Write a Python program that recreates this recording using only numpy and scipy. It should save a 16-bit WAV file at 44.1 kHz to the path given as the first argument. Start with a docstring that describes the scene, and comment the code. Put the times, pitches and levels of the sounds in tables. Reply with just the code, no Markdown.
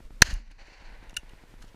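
"""A shotgun is fired right beside a small head-worn camera in open country: sharp fronts and gas noise ring its housing.
Filtered noise comes back as echoes, first from hedges, then a tree line, then far woods; damped sines are the jolts
of recoil. Noise bursts through one set of resonances make the clicks of the gun's action and two faint slaps of
returning echo. Cloth rustles as grainy noise, and the camera's electronics tick about ten times a second over wind
rumble and hiss. The blast overloads the camera, whose gain drops and creeps back."""
import sys
import numpy as np
from scipy import signal
from scipy.fft import rfft, irfft
from scipy.io import wavfile
from scipy.ndimage import uniform_filter1d

SR = 44100
rng = np.random.default_rng(int(sys.argv[2]) if len(sys.argv) > 2 else 0)


def transcribe(u):
    """Save the signal u as a 16-bit wav file named by the first command-line argument.

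    u: samples, shape (n,) or (channels, n), limited to [-1, 1]; the rate is SR.
    q: integer samples, one column per channel.
    """
    v = np.clip(np.atleast_2d(u).T, -1, 1)
    q = np.round(v * 32767).astype(np.int16)
    wavfile.write(sys.argv[1], SR, q)


def amplitude_ratio(level_db):
    """Convert a level in decibels to the matching linear amplitude (field) ratio."""
    exponent = np.asarray(level_db, float) / 20
    return 10 ** exponent


N = 77175
T = np.arange(N) / SR  # time in s

# Blast arrivals at the microphone, in order muzzle, barrel, ground, body:
# start_s, level_db, favoured_hz, narrowing_db_per_octave_squared
BLASTS = [(0.2193, -2.5, 6400, 4), (0.2209, -3.5, 5017, 1.5), (0.2221, -0.5, 1800, 3.5),
          (0.2253, -14, 5983, 2)]


def curve(rows):
    """Gain over time, drawn straight in dB between (s, dB) points."""
    return amplitude_ratio(np.interp(T, *np.array(rows).T))


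def colour(points):
    """Noise of rms 1 whose spectrum follows (Hz, dB) points on a log frequency axis."""
    point_hz, point_db = np.array(points).T
    hz = np.arange(N // 2 + 1) * SR / N + 1  # the 1 keeps the logarithm finite
    gain = amplitude_ratio(np.interp(np.log(hz), np.log(point_hz), point_db))
    noise = irfft(rfft(rng.standard_normal(N)) * gain, N)
    return noise / np.std(noise)


def walk(rate_hz):
    """Slow random wander of mean 0 and spread 1: smoothed steps, rate_hz of them a second."""
    step = int(SR / rate_hz)
    held = np.repeat(rng.standard_normal(N // step + 1), step)[:N]
    wander = uniform_filter1d(held, step)
    return (wander - wander.mean()) / wander.std()


def ring(drive, modes, favoured_hz, narrow_db):
    """Decaying modes (Hz, dB, t60 s) rung by a drive, alternating in sign, weighted around favoured_hz."""
    t = T[:SR // 5]
    response = np.zeros(len(t))
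    for k, (hz, db, t60) in enumerate(modes):
        weighted_db = db - narrow_db * np.log2(hz / favoured_hz) ** 2
        decay = amplitude_ratio(weighted_db - 60 * t / t60)
        response += (-1) ** k * decay * np.sin(2 * np.pi * hz * t)
    return signal.fftconvolve(drive, response)[:len(drive)]


def soft(x, hz, kind="low", order=1):
    """Butterworth filter, gentle unless the order is raised."""
    return signal.lfilter(*signal.butter(order, hz, kind, fs=SR), x)


def shot():
    """Each pressure front and the gas behind it ring the housing; the first also pushes the diaphragm."""
    # Resonances of the camera housing: mode_hz, level_db, t60_s
    housing = [(480, -3.5, .006), (1013, -3, 0.014), (1424, -4, .012), (1869, 0.5, .02), (2760, -11, 0.018),
               (3210, -8, 0.016), (4224, -0.5, .014), (4862, -5.5, 0.013), (5776, -1.5, .017),
               (6466, -1, .017), (7910, -10.5, .012), (9640, -10, 0.0081), (10284, -10.5, 0.0099),
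               (13626, -10, .012)]
    gas_db, gas_t60_s = -16, 0.011  # turbulent gas, relative to its front
    push_db, push_s = -7, 0.0043
    rebound_db, rebound_s = -10, 0.02
    out = np.zeros(N)
    for start, db, hz, narrow_db in BLASTS:
        front = np.maximum(1 - abs(T - start) * SR, 0)  # about one sample wide
        gas_decay = amplitude_ratio(gas_db - 60 * np.maximum(T - start, 0) / gas_t60_s)
        gas = (T > start) * gas_decay * rng.standard_normal(N)
        out -= ring(amplitude_ratio(db) * (front + gas), housing, hz, narrow_db)
    age = np.maximum(T - BLASTS[0][0], 0)
    push = amplitude_ratio(push_db) * np.sin(np.pi * np.minimum(age / push_s, 1))
    after = np.maximum(age - push_s, 0) / rebound_s
    rebound = amplitude_ratio(rebound_db) * (1 - np.exp(-12 * after)) * np.exp(-after)
    return out - push + rebound


def echoes():
    """Scattered returns as patchy noise, crossfading in power from near to far and duller with distance."""
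    # Level of this wash of echoes: time_s, level_db
    echo_level = [(.226, -5), (.241, -28), (.271, -22), (.355, -35), (.41, -46), (.453, -53), (.478, -52),
                  (.495, -55), (.517, -45.5), (.545, -55.5), (.572, -58.5), (.59, -44.5), (.62, -46),
                  (.69, -46.5), (.74, -49.5), (.9, -50.5), (1.15, -60), (1.4, -63), (1.75, -69.5)]
    # Spectra of hedges, tree line and far woods: frequency_hz, density_db_per_hz
    hedges = [(210, -39.5), (350, -9), (423, -18.5), (581, -13.5), (1010, -12.5), (1790, 1), (2420, -8),
              (2800, -3), (3720, -12), (4360, -1), (5440, -11), (6580, -5), (8480, -22.5), (10100, -20.5),
              (11500, -25.5), (14300, -25.5), (15500, -36.5)]
    tree_line = [(180, -34.5), (300, -5), (324, -3), (390, -16.5), (455, -4), (970, -3.5), (1130, -4),
                 (1200, -11.5), (1590, -1.5), (2270, -1.5), (2990, -7), (3280, -18), (4400, -5),
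                 (5380, -16), (5720, -12), (6680, -18), (12000, -42), (15600, -71.5), (22000, -120)]
    woods = [(180, -40), (300, -10), (390, -7), (428, -15), (455, -3.5), (565, -2), (629, -6.5), (970, 0),
             (1260, -14), (1490, -3), (2070, -3.5), (3380, -16), (4470, -15), (5300, -25.5), (12000, -37.5),
             (15600, -67), (22000, -120)]
    mid_from_s, far_from_s, blend_s = 0.35, 0.84, 0.04
    patch_db = 2  # spread of the unevenness
    mid = 1 / (1 + np.exp((mid_from_s - T) / blend_s))
    far = 1 / (1 + np.exp((far_from_s - T) / blend_s))
    shares = [(1 - mid, hedges), (mid * (1 - far), tree_line), (mid * far, woods)]
    wash = np.zeros(N)
    for share, spectrum in shares:
        wash += np.sqrt(share) * amplitude_ratio(patch_db * walk(70)) * colour(spectrum)
    return (T > BLASTS[2][0]) * curve(echo_level) * wash  # silent until the ground arrival


def jolts():
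    """Recoil jolts of the housing: low damped sines, each with a softened onset."""
    # Jolts: start_s, level_db, pitch_hz, t60_s
    thumps = [(0.245, -7, 41, 0.064), (.273, -30, 240, 0.11), (.287, -10.5, 54.4, 0.098),
              (.31, -23, 192, 0.069), (.318, -30.5, 260, 0.057), (.329, 0, 36.3, 0.13),
              (.362, -8.5, 38.7, 0.069), (.398, -39, 226, 0.2), (.682, -39.5, 330, 0.036),
              (.805, -36.5, 55.5, .08), (1.18, -31.5, 50, 0.072)]
    out = np.zeros(N)
    for start, db, hz, t60 in thumps:
        age = np.maximum(T - start, 0)
        onset = 1 - np.exp(-age * hz * 12)
        out -= amplitude_ratio(db - 60 * age / t60) * np.sin(2 * np.pi * hz * age) * onset
    return out


def clicks_and_slaps():
    """Clicks of the gun's action and two faint echo slaps: noise bursts with a faint tail, through one set of modes."""
    # Clicks of the action, and slaps of returning echo at 0.512 and 0.67 s:
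    # start_s, level_db (rms of the first 5 ms), burst_s, favoured_hz, narrowing_db_per_octave_squared
    hits = [(.339, -30, 0.0012, 6960, 4), (.512, -48.5, 0.0056, 4500, 1.5), (.67, -54.5, .003, 8000, 1),
            (.923, -60, .002, 10000, -1), (1.038, -61, .002, 8000, 1), (1.0945, -50.5, .003, 9000, 1),
            (1.107, -59, .002, 6000, 10), (1.141, -53.5, 0.0034, 6500, 3),
            (1.1655, -28.5, 0.0026, 5600, 1.7), (1.1685, -28.5, 0.0037, 3200, 0.3),
            (1.2922, -57, 0.0047, 2995, 1.5)]
    # Resonances that clicks and slaps share: mode_hz, level_db, t60_s
    resonances = [(1466, -9.5, .025), (1800, -14, 0.025), (2200, -12, 0.0081), (2703, -2, 0.03),
                  (2872, -2, 0.029), (3710, -5, 0.0092), (4840, -9.5, 0.0072), (5730, -5, 0.0091),
                  (6400, -5, 0.01), (7350, -5.5, 0.0071), (9180, -6, 0.0084), (10440, -5.5, 0.0062),
                  (12140, -12, 0.005), (14370, -9, 0.0068)]
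    tail_db, tail_t60_s = -24, 0.12  # diffuse tail, relative to the burst
    out = np.zeros(N)
    t = T[:SR // 8]
    for start, db, burst_s, hz, narrow_db in hits:
        burst = np.exp(-(t / burst_s) ** 2)
        tail = amplitude_ratio(tail_db - 60 * t / tail_t60_s)
        drive = (burst + tail) * rng.standard_normal(len(t))
        hit = soft(ring(drive, resonances, hz, narrow_db), 1200, "high", order=3)
        opening_rms = np.sqrt(np.mean(hit[:SR // 200] ** 2))
        i = int(start * SR)
        out[i:i + len(t)] += amplitude_ratio(db) * hit / opening_rms
    return out


def rustles():
    """Cloth rubbing: noise in half-sine swells, made grainy by a fast wander in level."""
    # Rustles: start_s, length_s, level_db
    rubs = [(1.61, 0.033, -53.5), (1.641, 0.017, -60.5), (1.657, .05, -66)]
    # Spectrum of the cloth: frequency_hz, density_db_per_hz
    cloth = [(400, -20.5), (900, -3), (1750, 0), (2350, -9), (3000, 1.5), (3600, -9.5), (4300, -5),
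             (7000, -10.5), (12000, -19.5), (16000, -32)]
    grain_db = 4.7
    swell = np.zeros(N)
    for start, length, db in rubs:
        swell += amplitude_ratio(db) * np.sin(np.pi * np.clip((T - start) / length, 0, 1))
    return swell * amplitude_ratio(grain_db * walk(700)) * colour(cloth)


def ticks():
    """A short supply dip in the electronics, repeated; coupling drains it, so it overshoots as it ends."""
    first_s, every_s, length_s = 0.0037, 0.10239, 0.00185
    dip_db, drain_hz, edge_hz = -41, 90, 2500
    dip = -amplitude_ratio(dip_db) * ((T - first_s) % every_s < length_s)
    return soft(soft(dip, drain_hz, "high"), edge_hz, order=2)


def wind():
    """Wind rumble at the microphone: low noise that swells and sinks."""
    # Level of the rumble: time_s, level_db
    wind_level = [(0, -48), (.06, -38.5), (.09, -50.5), (.14, -39), (.2, -47.5), (.4, -30.5), (.453, -41),
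                  (.49, -25), (.545, -40.5), (.61, -38.5), (.72, -49), (.9, -36), (.97, -44), (1.02, -40),
                  (1.15, -48.5), (1.345, -48), (1.53, -55.5), (1.6, -44), (1.75, -54)]
    # Spectrum of the rumble: frequency_hz, density_db_per_hz
    rumble = [(8.8, -33), (15, 4), (38, 4), (51, -3.5), (70, -23), (102, -20.5), (140, -27), (300, -28),
              (390, -53.5), (660, -120)]
    return curve(wind_level) * colour(rumble)


def hiss():
    """Background hiss: coloured noise with a slightly unsteady level."""
    # Spectrum of the hiss: frequency_hz, density_db_per_hz
    hiss_colour = [(59, -25), (100, -0.5), (174, -14.5), (621, -14.5), (818, -28), (891, -19), (2040, -22),
                   (2860, -23.5), (12700, -34.5), (15000, -32.5), (16000, -60.5)]
    level_db, unsteady_db = -61.5, 1.2
    return amplitude_ratio(level_db + unsteady_db * walk(27)) * colour(hiss_colour)


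def scene():
    """All sources summed at the one microphone, as a single channel."""
    return (shot() + echoes() + jolts() + clicks_and_slaps() + rustles() + ticks() + wind() + hiss())[None]


def band_limit(x):
    """A steep low-pass at the top of the band."""
    return signal.sosfilt(signal.butter(12, 16280, fs=SR, output="sos"), x)


def record(dry):
    """Gain drops just after an overload and recovers steadily; the input stage saturates and rolls off."""
    coupling_hz, top_hz, edge_hz = 10, 13000, 15000
    duck_above_db, react_s, recover_db_per_s = -17.5, 0.0046, 19
    knee = 0.98  # amplitude that saturation approaches
    x = soft(dry[0], coupling_hz, "high")
    peak_db = 20 * np.log10(np.clip(abs(x), 1e-6, 1))
    # hold the loudest peak so far, falling at the recovery rate
    recovery_db = recover_db_per_s * T
    held_db = np.maximum.accumulate(peak_db + recovery_db) - recovery_db
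    cut_db = np.maximum(held_db - duck_above_db, 0)
    late_cut_db = np.interp(T - react_s, T, cut_db)
    x = x * amplitude_ratio(-uniform_filter1d(late_cut_db, size=40))
    saturated = x / (1 + abs(x / knee) ** 3) ** (1 / 3)
    rolled_off = soft(saturated, top_hz)
    mix = soft(np.clip(rolled_off, -1, 1), edge_hz, order=6)
    return band_limit(mix[None])


dry = scene()
out = record(dry)
transcribe(out)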